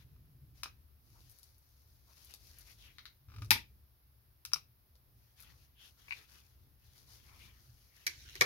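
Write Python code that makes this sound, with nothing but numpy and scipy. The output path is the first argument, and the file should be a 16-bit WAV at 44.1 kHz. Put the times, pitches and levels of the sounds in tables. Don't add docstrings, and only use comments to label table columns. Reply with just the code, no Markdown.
import sys
import numpy as np
from scipy import signal
from scipy.fft import rfft, irfft, next_fast_len
from scipy.io import wavfile
from scipy.ndimage import uniform_filter1d

SR = 44100
rng = np.random.default_rng(int(sys.argv[2]) if len(sys.argv) > 2 else 0)


def dump_mix(stems):
    frames = np.atleast_2d(stems).T
    limited = np.clip(frames, -1, 1)
    pcm = np.round(limited * 32767).astype(np.int16)
    wavfile.write(sys.argv[1], SR, pcm)


N = 372644
TIME_S = np.arange(N) / SR


def amp(db):
    return 10 ** (np.asarray(db) / 20)


def unit_rms(x):
    return x / np.sqrt(np.mean(x ** 2) + 1e-30)


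def curve_at(curve, hz):
    points_hz, values = np.transpose(curve)
    return np.interp(np.log(hz + 1), np.log(points_hz), values)


def add(mix, start_s, sound):
    part = mix[:, round(start_s * SR):][:, :sound.shape[-1]]
    part += sound[..., :part.shape[1]]


def coloured(noise, spectrum):
    n = next_fast_len(N)
    gain = amp(curve_at(spectrum, np.fft.rfftfreq(n, 1 / SR)))
    return unit_rms(irfft(rfft(noise, n) * gain, n)[..., :N])


def stereo_noise(correlation):
    left, other = rng.standard_normal((2, N))
    return np.array([left, correlation * left + np.sqrt(1 - correlation ** 2) * other])


def held(start_s, end_s, ease_s):
    return np.sin(np.pi / 2 * np.clip(np.minimum(TIME_S - start_s, end_s - TIME_S) / ease_s, 0, 1))


def movements(rows, ease_share=0.41):
    power = np.zeros(N)
    for middle_s, length_s, db in rows:
        envelope = held(middle_s - length_s / 2, middle_s + length_s / 2, ease_share * length_s)
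        power += (amp(db) * envelope) ** 2
    return np.sqrt(power)


def waver(rate_hz, depth_db, count=24):
    t = TIME_S[::128]
    hz = rate_hz * np.geomspace(0.1, 1, count)[:, None]
    drift = unit_rms(np.sin(2 * np.pi * (hz * t + rng.random((count, 1)))).sum(0))
    return amp(depth_db * np.interp(TIME_S, t, drift))


def friction(spectrum, slips_per_s, spread_db, grain_share):
    slips = (rng.random(N) < slips_per_s / SR) * rng.standard_normal((2, N))
    slips *= amp(spread_db * np.minimum(rng.exponential(1, N), 4))
    hiss = np.sqrt(1 - grain_share) * stereo_noise(0.065)
    return coloured(np.sqrt(grain_share) * unit_rms(slips) + hiss, spectrum)


def patchy(x, depth_db, width_hz, span_s):
    hz, t, frames = signal.stft(x, SR, nperseg=512, noverlap=384)
    patches = rng.standard_normal((len(t), len(hz))).T
    for axis, cells in enumerate([width_hz / hz[1], span_s / t[1]]):
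        pole = np.exp(-1 / cells)
        patches = signal.lfilter([1 - pole], [1, -pole], patches, axis=axis)
    frames *= unit_rms(amp(depth_db * unit_rms(patches)))
    return signal.istft(frames, SR, nperseg=512, noverlap=384)[1][:, :N]


def impact(spectrum, tilt_db_per_oct, rattle_s, size=2048):
    t, hz = np.arange(size) / SR, np.fft.rfftfreq(size, 1 / SR)
    rattle = rfft(rng.standard_normal(size) * np.exp(-(t / rattle_s) ** 2))
    rattle /= np.sqrt(uniform_filter1d(abs(rattle) ** 2, size=16)) + 1e-9
    tilt_db = tilt_db_per_oct * np.log2(np.maximum(hz, 500) / 3000)
    log_gain = np.log(amp(curve_at(spectrum, hz) + tilt_db))
    mirrored = np.r_[log_gain, log_gain[-2:0:-1]]
    body = np.exp(np.conj(signal.hilbert(mirrored)))[:len(hz)]
    blow = irfft(rattle * body) * np.minimum(1, 2 - 2 * t / t[-1])
    return blow / np.linalg.norm(blow) * np.sqrt(SR / 100)


def strikes(rows, spectrum):
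    out = np.zeros((1, N))
    for start_s, db, tilt_db_per_oct, rattle_s in rows:
        add(out, start_s, amp(db) * impact(spectrum, tilt_db_per_oct, rattle_s))
    return out


def ring(modes, start_s, rise_s):
    out, t = np.zeros((1, N)), np.arange(SR // 4) / SR
    tones = sum(amp(db - 60 * t / t60_s) * np.sin(2 * np.pi * hz * t) for hz, db, t60_s in modes)
    add(out, start_s, tones * (1 - np.exp(-t / rise_s)))
    return out


# frequency in Hz, left minus right in dB.
HANDS_BALANCE = [(100, 2), (1000, 4), (2500, 5.5), (4300, 12.5), (6500, -1.5), (9500, 12.5), (12500, 10),
                 (15000, -0.5)]
def shaded(x, balance=HANDS_BALANCE, share=1):
    n = next_fast_len(N + SR // 10)
    half_db = share * curve_at(balance, np.fft.rfftfreq(n, 1 / SR)) / 2
    gains = amp([half_db, -half_db])
    gains /= np.sqrt((gains ** 2).mean(0))
    return irfft(rfft(x, n) * gains, n)[:, :N]


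# frequency in Hz, T60 in seconds.
ROOM_DECAY = [(100, .3), (500, 0.25), (1200, .16), (2400, 0.21), (5000, .18), (10000, .155), (16000, .14)]
def room_tail():
    t = np.arange(SR // 2) / SR
    taps = rng.standard_normal((2, len(t))) * np.clip((t - 0.002) / 0.0036, 0, 1)
    hz, age_s, frames = signal.stft(taps, SR, nperseg=256)
    decay = amp(-60 * age_s / curve_at(ROOM_DECAY, hz)[:, None])
    tail = signal.istft(frames * decay, SR, nperseg=256)[1]
    return unit_rms(tail) / np.sqrt(tail.shape[1])


# delay in seconds, relative gain.
NEAR_ECHOES = [(.0035, 0.23), (.0062, .22), (.0083, .36), (.0096, .25), (0.0131, .08)]
def placed(x, wet_db, echo_db=0, left_lead_s=0.0001, balance=HANDS_BALANCE):
    near = np.zeros((2, N))
    add(near[:1], max(-left_lead_s, 0), x)
    add(near[1:], max(left_lead_s, 0), x)
    for delay_s, gain in NEAR_ECHOES:
        echo = gain * amp(echo_db) * x
        add(near[:1], delay_s, echo)
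        add(near[1:], delay_s + rng.uniform(0, 0.0006), echo)
    tail = signal.fftconvolve(x, room_tail(), axes=1)[:, :N]
    return shaded(near, balance) + amp(wet_db) * shaded(tail, balance, share=0.5)


# frequency in Hz, relative level in dB.
RUMBLE_SPECTRUM = [(20, -30.5), (35, -10), (50, -1), (70, 4.5), (95, -6), (120, -1), (160, -17.5),
                   (230, -21), (400, -27), (1000, -50.5)]
HISS_SPECTRUM = [(100, 0.5), (400, -0.5), (1000, -2), (3000, -7.5), (5300, -5.5), (6500, -14),
                 (7600, -20.5), (8500, -25.5), (9300, -10.5), (11000, -2), (13000, 1), (15500, -0.5)]
# middle in seconds, length in seconds, level in dB.
ARM_LEANS = [(.45, 1.56, -63), (1.18, 0.43, -61), (1.98, 0.29, -65), (2.72, 1.2, -65), (3.45, 0.4, -51),
             (3.72, 0.34, -64.5), (4.58, 0.31, -67), (5.58, 0.19, -65), (6.66, .28, -62), (7.35, 1.2, -63),
             (8.42, 0.71, -59)]
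def background(rumble_db=-68, hiss_db=-70.5):
    level = np.hypot(amp(rumble_db) * waver(rate_hz=5, depth_db=1.5), movements(ARM_LEANS))
    rumble = shaded(level * coloured(stereo_noise(0.88), RUMBLE_SPECTRUM))
    return rumble + amp(hiss_db) * coloured(stereo_noise(0), HISS_SPECTRUM)


# start in seconds, peak level in dB, pitch in Hz, swell in seconds.
TABLE_BUMPS = [(3.268, -53.5, 105.5, .022), (3.349, -43.5, 102.9, 0.023), (3.411, -37.5, 104, 0.017),
               (3.417, -56.5, 288, 0.0071), (3.511, -40, 100, 0.016), (3.509, -49, 300, .004),
               (3.552, -49, 250, .005), (4.55, -59.5, 150, .012), (7.68, -54, 118, 0.013),
               (8.356, -55, 375, 0.0048), (8.413, -42.5, 343, 0.0064)]
def table_bumps():
    out, t = np.zeros((2, N)), np.arange(SR // 3) / SR
    for start_s, db, hz, swell_s in TABLE_BUMPS:
        envelope = t / swell_s * np.exp(1 - t / swell_s)
        add(out, start_s, amp(db) * envelope * np.sin(2 * np.pi * hz * t))
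    return out


def settling(level, settle_s=0.099, settle_db=-8.5):
    pole = np.exp(-1 / (settle_s * SR))
    fold_power = signal.lfilter([1 - pole], [1, -pole], (amp(settle_db) * level) ** 2)
    return np.sqrt(level ** 2 + fold_power)


# frequency in Hz, relative level in dB.
SATIN_SPECTRUM = [(200, -10), (700, -8.5), (1500, -10.5), (3000, -13.5), (4400, 0), (6000, -0.5),
                  (7000, -7.5), (8000, -17.5), (10000, -5), (12000, -4), (15500, -13)]
FINGER_SPECTRUM = [(150, 2), (400, -8.5), (700, -15.5), (1100, -3.5), (1800, -1), (2600, 0.5), (3300, 1),
                   (4200, -4.5), (7000, -21), (15000, -36.5)]
# middle and length in seconds, satin and finger levels in dB before trim.
CLOTH_STROKES = [(.005, .09, -72.5, -66.5), (0.594, 0.11, -71, -70), (1.3, 0.6, -70.5, -79.5),
                 (1.86, 0.77, -77, -88), (2.17, 0.27, -70, -76), (2.247, 0.21, -66, -70),
                 (2.325, 0.095, -68, -63), (2.487, .22, -64, -72.5), (2.602, 0.097, -67, -69.5),
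                 (2.699, 0.14, -62.5, -68), (2.832, 0.14, -67, -84), (2.916, 0.18, -80, -73),
                 (3.44, .08, -65, -73), (5.257, 0.25, -79, -82.5), (5.413, 0.12, -66.5, -67),
                 (5.493, .13, -70, -65.5), (5.6, .2, -74.5, -83), (5.855, 0.15, -64.5, -71),
                 (6.009, .09, -70, -68.5), (6.151, 0.26, -65.5, -64), (6.348, 0.17, -66, -66.5),
                 (6.458, .2, -76.5, -78), (6.907, 0.26, -74, -75), (6.996, 0.16, -68.5, -72.5),
                 (7.134, 0.16, -62.5, -66.5), (7.323, .34, -69, -66.5), (7.444, 0.16, -66.5, -62),
                 (7.72, 0.66, -72.5, -78), (8.006, 0.21, -68.5, -67.5)]
def cloth_strokes(satin_trim_db=1.3, finger_trim_db=-1):
    slide = movements([(s, length_s, db + satin_trim_db) for s, length_s, db, _ in CLOTH_STROKES])
    rub = movements([(s, length_s, db + finger_trim_db) for s, length_s, _, db in CLOTH_STROKES])
    swish = friction(SATIN_SPECTRUM, slips_per_s=1200, spread_db=3, grain_share=0.37)
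    scuff = friction(FINGER_SPECTRUM, slips_per_s=700, spread_db=2.5, grain_share=0.22)
    scuff = patchy(scuff, depth_db=4, width_hz=300, span_s=0.04)
    cloth = settling(slide) * swish + settling(rub) * scuff
    return shaded(cloth * waver(rate_hz=40, depth_db=0.97), share=0.91)


# middle and length in seconds, level in dB,
# first pitch, last pitch and bandwidth in Hz.
WEAVE_RASPS = [(1.172, 0.11, -73.5, 950, 1042, 650), (2.107, .1, -72.5, 990, 1102, 700),
               (2.702, 0.093, -65, 2420, 2247, 800), (2.855, 0.22, -61.5, 3920, 2084, 1670),
               (5.834, 0.2, -61, 3035, 3310, 930), (5.828, .15, -77, 1700, 1850, 452),
               (6.157, .2, -62.5, 4180, 3770, 2200), (6.19, 0.18, -65.5, 2296, 1505, 1310),
               (7.33, 0.24, -69.5, 1186, 947, 800), (7.45, 0.15, -79.5, 1700, 1965, 894)]
def weave_rasps():
    out = np.zeros((2, N))
    for middle_s, length_s, db, first_hz, last_hz, width_hz in WEAVE_RASPS:
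        n = int(length_s * SR)
        pole = np.exp(-np.pi * width_hz / SR)
        band = rng.standard_normal((2, n)) + 1j * rng.standard_normal((2, n))
        for _ in range(2):
            band = signal.lfilter([1 - pole], [1, -pole], band)
        glide = np.exp(2j * np.pi * np.cumsum(np.linspace(first_hz, last_hz, n)) / SR)
        add(out, middle_s - length_s / 2, amp(db) * unit_rms((band * glide).real) * np.hanning(n))
    return shaded(out, share=0.56)


# frequency in Hz, relative level in dB.
THREAD_SPECTRUM = [(200, -18), (1200, -9.5), (2500, -14), (4500, 8.5), (6200, 3), (8000, -2), (11500, 10.5),
                   (13000, 5), (15500, -1)]
# start in seconds, level in dB, tilt in dB per octave, rattle in seconds.
THREAD_SNAGS = [(1.2058, -67, -7, 0.00087), (1.2976, -60, 5, 0.0011), (1.314, -60, 8, .004),
                (1.3873, -60.5, 4, 0.0011), (1.4307, -58.5, -1.5, 0.0033), (1.5819, -67, 8, .001),
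                (2.2464, -57, 7, .005), (2.308, -60, -3, 0.0021), (2.3387, -51, -3, 0.0018),
                (2.5861, -53.5, 10, .001), (2.6086, -61, 0, .002), (4.9542, -70, -6, 0.0022),
                (5.4032, -54.5, 8, .002), (5.4242, -57.5, 4, .003), (6.9791, -64, -5, .003),
                (7.4311, -66, -3, .002)]
def thread_snags():
    return placed(strikes(THREAD_SNAGS, THREAD_SPECTRUM), wet_db=-4, left_lead_s=0.0003)


# frequency in Hz, relative level in dB.
FLAME_SPECTRUM = [(40, -16), (90, -6.5), (135, 9), (165, -7.5), (200, -15), (300, -18), (500, -34),
                  (2000, -56.5)]
# start in seconds, end in seconds, level in dB.
FLAME_BURNS = [(0, 0.627, -62), (3.51, 4.531, -85)]
def flame(fade_s=0.14, whump_s=3.2, whump_db=-66, swell_s=0.04):
    burning = sum(amp(db) * (TIME_S >= lit_s) * np.clip((end_s - TIME_S) / fade_s, 0, 1)
                  for lit_s, end_s, db in FLAME_BURNS)
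    whump_age = np.maximum(TIME_S - whump_s, 0) / swell_s
    whump = amp(whump_db) * whump_age * np.exp(1 - whump_age)
    return (burning + whump) * coloured(stereo_noise(0.93), FLAME_SPECTRUM)


# frequency in Hz, relative level in dB.
SCRAPE_SPECTRUM = [(200, -27), (1100, -17), (1600, -5), (2200, -8), (2900, 0), (3550, -3.5), (4200, -4.5),
                   (5200, -6.5), (6400, -5), (7800, -20.5), (10500, -14), (15500, -20)]
def table_scrape(start_s=8.075, end_s=8.46, start_db=-59, rise_db_per_s=8):
    pressure = amp(start_db + rise_db_per_s * (TIME_S - start_s))
    scrape = friction(SCRAPE_SPECTRUM, slips_per_s=400, spread_db=2.3, grain_share=0.28)
    scrape = patchy(scrape, depth_db=3.5, width_hz=350, span_s=0.031)
    return pressure * held(start_s, end_s, ease_s=0.027) * scrape


# frequency in Hz, relative level in dB.
CLACK_SPECTRUM = [(200, -36), (700, -21), (1300, -13), (1800, 4.5), (2250, 7), (2800, -10.5), (4300, -1.5),
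                  (6000, -3), (7700, -19.5), (10000, -14), (13500, -14), (15500, -24)]
THUD_SPECTRUM = [(50, -12), (130, -6.5), (250, -8), (400, 1), (620, -12.5), (830, -6), (1080, -2),
                 (2000, -10), (8000, -60)]
# frequency in Hz, left minus right in dB.
RIGHT_BALANCE = [(100, -9), (2000, 9), (3000, -3), (5000, -11), (7500, -19), (10500, 10), (15000, -18)]
# start in seconds, level in dB, tilt in dB per octave, rattle in seconds,
# thud in dB relative to the clack.
LANDINGS = [(8.0664, -33.5, 2.5, 0.0021, -31), (8.0693, -33.5, 1, 0.0016, -30.5),
            (8.354, -47, 1.5, 0.0023, -18.5), (8.4081, -44, 2, 0.0017, -13),
            (8.4113, -23.5, 0, 0.00053, -13.5), (8.4129, -23.5, -3.5, 0.0011, -16.5),
            (8.427, -40.5, 1, 0.0045, -6.5)]
def set_down():
    clacks = strikes([row[:4] for row in LANDINGS], CLACK_SPECTRUM)
    thud_rows = [(s, db + thud_db, 0, rattle_s) for s, db, _, rattle_s, thud_db in LANDINGS]
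    thuds = strikes(thud_rows, THUD_SPECTRUM)
    return (placed(clacks, wet_db=-7.5, left_lead_s=-0.0003, balance=RIGHT_BALANCE)
            + placed(thuds, wet_db=2, left_lead_s=-0.00036, balance=RIGHT_BALANCE))


# frequency in Hz, relative level in dB.
NOZZLE_SPECTRUM = [(200, -35), (650, -34), (950, -13.5), (1400, -14.5), (1900, -8), (2330, 8), (2700, 3),
                   (3200, -18), (4300, -13), (7500, -40), (15000, -39)]
# start in seconds, level in dB, tilt in dB per octave, rattle in seconds.
NOZZLE_CONTACTS = [(6.0822, -55, -7, 0.0028), (6.1086, -40, -1.5, 0.0019), (6.1222, -38.5, -0.5, 0.0033)]
def nozzle_knock(pan_left_db=3):
    knock = strikes(NOZZLE_CONTACTS, NOZZLE_SPECTRUM)
    pan = amp([[pan_left_db / 2], [-pan_left_db / 2]])
    return pan * placed(knock, wet_db=-12, echo_db=0.5, left_lead_s=0.00018)


# frequency in Hz, relative level in dB.
CATCH_SPECTRUM = [(200, -14), (700, -29), (1300, 1.5), (1750, -2.5), (2150, 1.5), (2900, -7.5), (4050, 5),
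                  (5000, -6), (6300, -11), (7800, -29), (11000, -15.5), (15500, -25)]
# start in seconds, level in dB, tilt in dB per octave, rattle in seconds.
GRIP_SHIFTS = [(2.9838, -52.5, -1, 0.0018), (3.0549, -51.5, 1, 0.0014)]
def safety_catch():
    return placed(strikes(GRIP_SHIFTS, CATCH_SPECTRUM), wet_db=-0.5)


# frequency in Hz, relative level in dB.
CASING_SPECTRUM = [(150, -16.5), (550, -26.5), (850, -13), (1280, 2.5), (1950, -10.5), (2520, 1),
                   (3200, -9), (3950, -1), (4500, -6.5), (5100, 0.5), (6000, -4.5), (7800, -20),
                   (10200, -9.5), (15500, -17.5)]
# frequency in Hz, relative level in dB, T60 in seconds.
SPRING_MODES = [(5550, -1, 0.013), (5280, -5, 0.015), (5120, -8.5, 0.013), (1290, -16.5, 0.013)]
# start in seconds, level in dB, tilt in dB per octave, rattle in seconds.
TRIGGER_CLICKS = [(0.163, -77, -6, .002), (0.6332, -38, 0, 0.0027), (0.658, -48.5, -6, 0.0023),
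                  (3.362, -58, -3, 0.0055), (3.384, -58.5, -4, .006), (3.42, -50.5, -4, 0.0039),
                  (3.4467, -59.5, 3.5, 0.0033), (4.451, -42.5, 4, 0.0028), (4.5175, -58.5, -2, .004),
                  (4.5342, -35, 3.5, 0.0019), (4.5602, -47, -3.5, 0.0015)]
def trigger(release_s=4.5341, spring_gain_db=-9):
    clicks = placed(strikes(TRIGGER_CLICKS, CASING_SPECTRUM), wet_db=-6.5, echo_db=-1.5)
    spring = amp(spring_gain_db) * ring(SPRING_MODES, release_s, rise_s=0.0006)
    return clicks + placed(spring, wet_db=-17, echo_db=-2, balance=[(1, 9)])


def trigger_creak(start_s=3.283, period_s=0.018, first_db=-69, last_db=-62, count=4):
    times_s = start_s + period_s * np.arange(count) + rng.normal(0, 0.0012, count)
    levels_db = np.linspace(first_db, last_db, count)
    slips = [(s, db, -4.5, 0.009) for s, db in zip(times_s, levels_db)]
    return placed(strikes(slips, CASING_SPECTRUM), wet_db=-5)


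# frequency in Hz, relative level in dB.
HAMMER_SPECTRUM = [(150, -20), (400, -21.5), (560, -29), (950, -7), (1550, -10), (2350, 1), (3100, -8),
                   (3700, -1.5), (4400, -6.5), (5100, -1.5), (7700, -18.5), (10500, -8), (12700, -3.5),
                   (15500, -20)]
# frequency in Hz, level in dB, T60 in seconds.
BARREL_MODES = [(870, -37, .06), (997, -37, 0.091), (1075, -40, .06), (2550, -29, .09), (2720, -39, .14),
                (3619, -33, 0.14), (3820, -31, 0.07), (4737, -41, 0.13), (6254, -39, 0.11)]
# start in seconds, level in dB, tilt in dB per octave, rattle in seconds.
HAMMER_BLOWS = [(3.507, -20, 0, .0018), (3.5115, -31, -4.5, .003), (3.556, -47, -7, .004)]
def piezo_hammer():
    blows = strikes(HAMMER_BLOWS, HAMMER_SPECTRUM)
    crack = placed(blows, wet_db=-2.5, echo_db=2.5, left_lead_s=0.0003)
    barrel = ring(BARREL_MODES, start_s=HAMMER_BLOWS[0][0], rise_s=0.002)
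    return crack + shaded(barrel, share=0.7)


def scene():
    handling = safety_catch() + nozzle_knock() + thread_snags()
    lighter = trigger() + trigger_creak() + piezo_hammer() + set_down() + table_scrape() + flame()
    cloth = cloth_strokes() + weave_rasps()
    return handling + lighter + cloth + table_bumps() + background()


def record(dry):
    lowpass = signal.firwin(511, 15900, window=("kaiser", 9), fs=SR)
    return signal.oaconvolve(dry, lowpass[None], "same")


dry = scene()
out = record(dry)
dump_mix(out)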